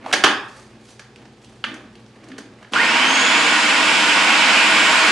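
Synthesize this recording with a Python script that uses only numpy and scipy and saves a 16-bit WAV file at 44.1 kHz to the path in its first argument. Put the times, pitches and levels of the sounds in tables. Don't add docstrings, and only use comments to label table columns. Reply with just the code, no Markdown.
import sys
import numpy as np
from scipy import signal
from scipy.fft import rfft, irfft, next_fast_len
from scipy.io import wavfile
from scipy.ndimage import uniform_filter1d, minimum_filter1d

SR = 44100
rng = np.random.default_rng(int(sys.argv[2]) if len(sys.argv) > 2 else 0)


def dump_mix(stems):
    frames = np.atleast_2d(stems).T
    limited = np.clip(frames, -1, 1)
    pcm = np.round(limited * 32767).astype(np.int16)
    wavfile.write(sys.argv[1], SR, pcm)


N = 225554
SIZE = next_fast_len(N + SR)
HZ = np.maximum(np.arange(SIZE // 2 + 1) * SR / SIZE, 1)
SLOT_HZ = 3683


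def from_db(db):
    return 10 ** (np.asarray(db) / 20)


def rms_one(x):
    return x / np.sqrt(np.mean(x ** 2) + 1e-20)


def in_time(rows, column, outside=-120):
    rows = np.array(rows)
    return np.interp(np.arange(N) / SR, rows[:, 0], rows[:, column], left=outside, right=outside)


def at_hz(points, hz):
    points = np.array(points)
    return np.interp(np.log(hz), np.log(points[:, 0]), points[:, 1])


def shaped(x, gain):
    return irfft(rfft(x, SIZE) * gain, SIZE)[..., :N]


def causal(gain):
    fold = irfft(np.log(gain), SIZE)
    fold[1:SIZE // 2] *= 2
    fold[SIZE // 2 + 1:] = 0
    return np.exp(rfft(fold))


def drift(rate):
    return rms_one(shaped(rng.standard_normal(N), 1 / (1 + (HZ / rate) ** 2)))


def peak(hz, width_hz):
    return 1 / (1 + (2 * (HZ - hz) / width_hz) ** 2)


def lifted(rings):
    return from_db(sum(lift_db * peak(hz, width_hz) for hz, width_hz, lift_db in rings))


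def spread(pair):
    # frequency in Hz, likeness from 0 to 1.
    likeness = [(60, .99), (250, 0.99), (500, 0.99), (1000, 0.92), (2000, 0.72), (4000, 0.62), (9000, 0.7)]
    alike = at_hz(likeness, HZ)
    middle = shaped(pair[0], np.sqrt((1 + alike) / 2))
    side = shaped(pair[1], np.sqrt((1 - alike) / 2))
    return middle + side * [[1], [-1]]


def background():
    # frequency in Hz, relative level in dB.
    air_colour = [(15, -61), (25, -23), (108, 0.5), (167, -6), (227, -2.5), (286, -25), (351, 3.5),
                  (602, -12), (777, -6.5), (1030, -13), (4450, -19.5), (8450, -30.5), (11500, -40),
                  (14900, -72.5), (22000, -120)]
    # frequency in Hz, waver rate in Hz, typical effective level in dB.
    fridge_hum = [(56.5, 2.5, -66), (118, 1.3, -57.5), (128.5, 4.4, -59.5), (218.7, 15, -54.5),
                  (478, 13, -63.5), (770, 12, -72.5)]
    air_db = -51.5
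    air = rms_one(spread(shaped(rng.standard_normal((2, N)), from_db(at_hz(air_colour, HZ)))))
    t, hum = np.arange(N) / SR, 0
    for hz, waver_hz, db in fridge_hum:
        level = from_db(db + 2 * drift(waver_hz))
        hum = hum + level * np.sin(2 * np.pi * hz * t + 0.86 * drift(waver_hz))
    return from_db(air_db) * air + np.sqrt(2) * hum


def hands():
    # frequency in Hz, relative level in dB.
    rub_colour = [(240, -49), (400, -30), (454, 7), (2420, -1), (4480, -14.5), (5160, -47), (7330, -41),
                  (11500, -80), (14900, -64), (22000, -120)]
    # strongest moment in seconds, swell in seconds, fade in seconds,
    # then the peak levels in dB of rub, base creak and fine rustle.
    grips = [(0.055, 0.19, 0.14, -40, -44, -59), (0.122, 0.073, 0.025, -31.5, -40, -43.5),
             (0.56, 0.35, 0.22, -52, -57, -53), (0.77, 0.23, 0.08, -53.5, -47, -68),
             (0.9, 0.14, 0.099, -58, -58, -52.5), (1.19, 0.18, 0.22, -54, -50.5, -64.5),
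             (1.44, 0.073, 0.41, -54.5, -53, -57.5), (1.719, 0.1, 0.18, -41.5, -38, -55),
             (1.99, 0.1, 0.17, -54.5, -50, -65), (2.31, 0.24, 0.25, -47.5, -39.5, -62),
             (2.62, 0.28, 0.1, -51, -58, -63), (2.723, 0.0078, 0.041, -39, -38, -40.5)]
    # rub, creak and rustle levels in dB.
    resting_db = (-67.5, -72, -71.5)
    grains = rng.standard_normal((2, N)) * from_db(4.2 * drift(52))
    rub = rms_one(shaped(grains[0], from_db(at_hz(rub_colour, HZ))))
    rustle = rms_one(shaped(grains[1], peak(4900, 7600)))
    creak = rms_one(shaped(rng.standard_normal(N), peak(259, 152)))
    t = np.arange(N) / SR
    gains = from_db(resting_db)[:, None] * np.ones(N)
    for s, swell, fade, *levels_db in grips:
        shape = from_db(-20 * np.where(t < s, (s - t) / swell, (t - s) / fade))
        gains = np.maximum(gains, from_db(levels_db)[:, None] * shape)
    return np.sum(gains * [rub, creak, rustle], axis=0)


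def knocks():
    # start in seconds, level of the 1-2 kHz modes in dB,
    # level of the low, upper and treble modes in dB against these, chatter length in seconds.
    hits = [(0.0612, -29, 8.5, -18, -18, 0.0026), (0.1132, -24, -14, -21, -26, 0.003),
            (0.1267, -16.5, -3.5, 1, -7.5, 0.0066), (0.1321, -7.5, -7, -35, -14.5, 0.0099),
            (0.2374, 3.5, -8, -6.5, -18, 0.0064), (0.9942, -31, -13, -21, -9, 0.0043),
            (1.1598, -50, -6, 8, 1, 0.0023), (1.2531, -44, -3, -10.5, -13, 0.0043),
            (1.445, -54, 0, 10, -4, 0.0029), (1.6399, -19.5, -11, 2.5, -30, 0.0031),
            (1.6432, -20, -25, -22, -34, 0.0061), (1.7416, -36, -18, -17, -10.5, 0.0037),
            (1.953, -51, -9.5, 4, 2, 0.0035), (2.0624, -56, 0, -9, 4, 0.0031),
            (2.2404, -50, 0, -4, -5, 0.0041), (2.285, -52, 1, 2, 3, 0.004),
            (2.316, -36.5, -17, -6, -28, 0.0045), (2.38, -33, -2.5, -12, -12, 0.009),
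            (2.6272, -38, -16, -5, -19, 0.0035), (2.6457, -37, -10, -18, -35, 0.0045),
            (2.7345, -23, 2, 3.5, -4.5, 0.0032)]
    # frequency in Hz, width in Hz, relative level in dB.
    bowl_modes = [(348, 230, 15), (443, 98, 16.5), (864, 440, 16.5), (1333, 510, 10), (1810, 740, 10),
                  (2210, 1600, -7), (2820, 670, 13), (3800, 2200, -3.5), (4820, 5800, 15.5),
                  (5820, 5000, 16), (7900, 4200, -5.5), (9800, 6900, -24)]
    size, pan_db, scatter_db = 4096, -0.5, 1.5
    pan = from_db(pan_db * np.array([[.5], [-.5]]))
    near, around = np.zeros((2, N + size)), np.zeros(N + size)
    t, hz = np.arange(size) / SR, np.arange(size // 2 + 1) * SR / size
    for s, level_db, low_db, upper_db, treble_db, length in hits:
        contacts = rng.standard_normal(size)
        chatter = contacts * (t / length) ** 0.73 * np.exp(-2 * t / length)
        chatter = chatter / np.sqrt(np.sum(chatter ** 2))
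        body = 0
        for k, (mode_hz, width_hz, mode_db) in enumerate(bowl_modes):
            part = np.searchsorted([1000, 2000, 4300], mode_hz)
            part_db = (low_db, 0, upper_db, treble_db)[part]
            ringing = 1j * hz * width_hz / (mode_hz ** 2 - hz ** 2 + 1j * hz * width_hz)
            ringing = ringing / (1 + 1j * hz / (2 * mode_hz)) ** 2
            gain = from_db(mode_db + part_db + rng.normal(0, scatter_db))
            body = body + (-1) ** k * gain * ringing
        body = body * np.sqrt(SR * length) * from_db(level_db)
        at = round(s * SR)
        near[:, at:at + size] += irfft(rfft(chatter) * body, size) * pan
        around[at:at + size] += irfft(body, size)
    return near[:, :N], around[:N]


def slot_rate():
    spin_from_s, creep_hz_per_s = 2.7067, 49
    leap_share, leap_s, settle_s = 0.69, 0.0894, 0.427
    t = np.maximum(np.arange(N) / SR - spin_from_s, 1e-3)
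    short = leap_share * np.exp(-t / leap_s) + (1 - leap_share) * np.exp(-t / settle_s)
    return SLOT_HZ * (1 - short) + creep_hz_per_s * t


def motor_roar(rate_hz, turn_phase, on, running):
    # frequency in Hz, relative level in dB.
    roar_colour = [(53, -64), (90, -29), (199, -5), (298, -8), (404, -13.5), (856, -2.5), (928, -2),
                   (1360, -1.5), (1450, 2), (1740, -2.5), (2220, 0), (3200, -3.5), (6130, -15), (7500, -14),
                   (11500, -31.5), (14900, -71), (22000, -120)]
    level_db, creep_db_per_s = -16, 1.21
    follows, throb = 0.22, 0.14
    dull_db_per_octave = 1.5
    speed = rate_hz / SLOT_HZ
    colour = from_db(at_hz(roar_colour, HZ)) * casing_gain()
    colour = colour / np.sqrt(np.mean(colour ** 2))
    white = rng.standard_normal((2, N)) * (1 + throb * np.sin(turn_phase))
    tilt, roar = dull_db_per_octave * np.clip(np.log2(speed), -1, 0), 0
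    for octave in range(-4, 4):
        piece = np.clip(1 - abs(np.log2(HZ / 1500) - octave), 0, 1)
        roar = roar + shaped(white, colour * piece) * from_db(tilt * octave + .5 * drift(0.99))
    level = on * speed ** follows * from_db(level_db + creep_db_per_s * running)
    return level * spread(roar)


def casing_gain():
    # frequency in Hz, width in Hz, lift in dB.
    casing_rings = [(301, 120, 4.5), (466, 37, 6), (643, 14, 3), (830, 18, 2.5), (946.4, 25, 9),
                    (1077, 44, 5), (1449.5, 46, 5), (1650, 38, -2), (1628, 27, 6), (1873, 83, 5),
                    (2096, 21, 3), (2277, 37, 8.5), (2460, 61, 6), (2648, 25, 7), (2692, 44, 6.5),
                    (2920, 62, 6), (3107, 45, 7.5), (3340, 35, 3), (4460, 27, 5), (5090, 410, 4)]
    return lifted(casing_rings)


def motor_whine(rate_hz, slot, shaft_phase, on):
    # pitch in Hz, level in dB.
    slot_tone = [(1000, -34), (1400, -21), (1800, -24), (2100, -25), (2450, -30), (2780, -30), (3400, -28),
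                 (3520, -38), (3700, -46)]
    # pitch in Hz, level in dB.
    commutator_tone = [(2000, -50), (4800, -49), (5220, -27), (5600, -49), (6220, -44), (6350, -31),
                       (6630, -26), (7000, -35), (7380, -39), (7470, -40), (7600, -37)]
    # time in seconds, level in dB.
    unbalance = [(2.75, -40), (2.9, -34), (3.1, -32.5), (3.25, -36.5), (3.6, -35), (5.12, -51)]
    # frequency in Hz, width in Hz, lift in dB.
    frame_rings = [(1520, 60, 13), (1850, 60, 9), (2110, 60, 10), (2620, 60, 8)]
    casing = casing_gain()
    slot_level = from_db(at_hz(slot_tone, rate_hz) + 4 * drift(60))
    slots = slot_level * np.sin(slot + .7 * drift(90))
    commutator = from_db(at_hz(commutator_tone, 2 * rate_hz)) * np.sin(2 * slot)
    shaft = from_db(in_time(unbalance, 1) + 2 * drift(8)) * np.sin(shaft_phase)
    ringing_slots = shaped(on * slots, causal(lifted(frame_rings) * casing))
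    return ringing_slots + shaped(on * commutator, causal(casing)) + shaft


def motor():
    switch_on_s, switch_rise_s, slots_per_turn = 2.731, 0.012, 12
    rate_hz, running = slot_rate(), np.arange(N) / SR - switch_on_s
    on = np.clip(running / switch_rise_s, 0, 1)
    unsteady_hz = rate_hz * (1 + 0.00181 * drift(23.3))
    slot = np.cumsum(unsteady_hz) * 2 * np.pi / SR
    shaft_phase = slot / slots_per_turn
    return motor_roar(rate_hz, shaft_phase, on, running), motor_whine(rate_hz, slot, shaft_phase, on)


def kitchen():
    # frequency in Hz, time to fall 60 dB in seconds.
    decay = [(150, 0.55), (400, 0.52), (1040, 0.53), (2760, 0.43), (7280, 0.31)]
    t, edges = np.arange(SR) / SR, 60 * 2 ** np.arange(0, 8.1, .5)
    white, tail = rng.standard_normal((2, SR)), 0
    for low, high in zip(edges, edges[1:]):
        band = signal.sosfilt(signal.butter(2, [low, high], "band", fs=SR, output="sos"), white)
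        t60 = at_hz(decay, np.sqrt(low * high))
        tail = tail + band * from_db(-60 * t / t60) / np.sqrt(t60)
    tail = spread(tail * np.clip((t - .004) / 0.0015, 0, 1))
    return rfft(tail / np.sqrt(np.mean(np.sum(tail ** 2, axis=1))), SIZE)


def scene():
    touch_wet_db, roar_wet_db = -0.5, -6
    thin_wall_hz = 188
    touch, (knock, around), (roar, whine) = hands(), knocks(), motor()
    wet = from_db(touch_wet_db) * (around + touch) + whine + from_db(roar_wet_db) * roar.mean(axis=0)
    near = knock + touch + roar + whine + shaped(wet, kitchen())
    thin_wall = signal.butter(3, thin_wall_hz, "high", fs=SR, output="sos")
    return signal.sosfilt(thin_wall, near) + background()


def record(dry):
    # frequency in Hz, left minus right in dB.
    lean = [(250, 0.0), (600, -0.6), (1200, -0.5), (2200, -3), (4000, -1.3), (9000, -0.5)]
    ceiling, stop_hz = 1.25, 11985
    leaning = shaped(dry, from_db(at_hz(lean, HZ) * np.array([[.5], [-.5]])))
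    room = ceiling / np.maximum(abs(leaning).max(axis=0), ceiling)
    gain = uniform_filter1d(minimum_filter1d(room, size=41), size=41)
    top_cut = signal.cheby2(16, 50, stop_hz, fs=SR, output="sos")
    return signal.sosfilt(top_cut, gain * leaning)


dry = scene()
out = record(dry)
dump_mix(out)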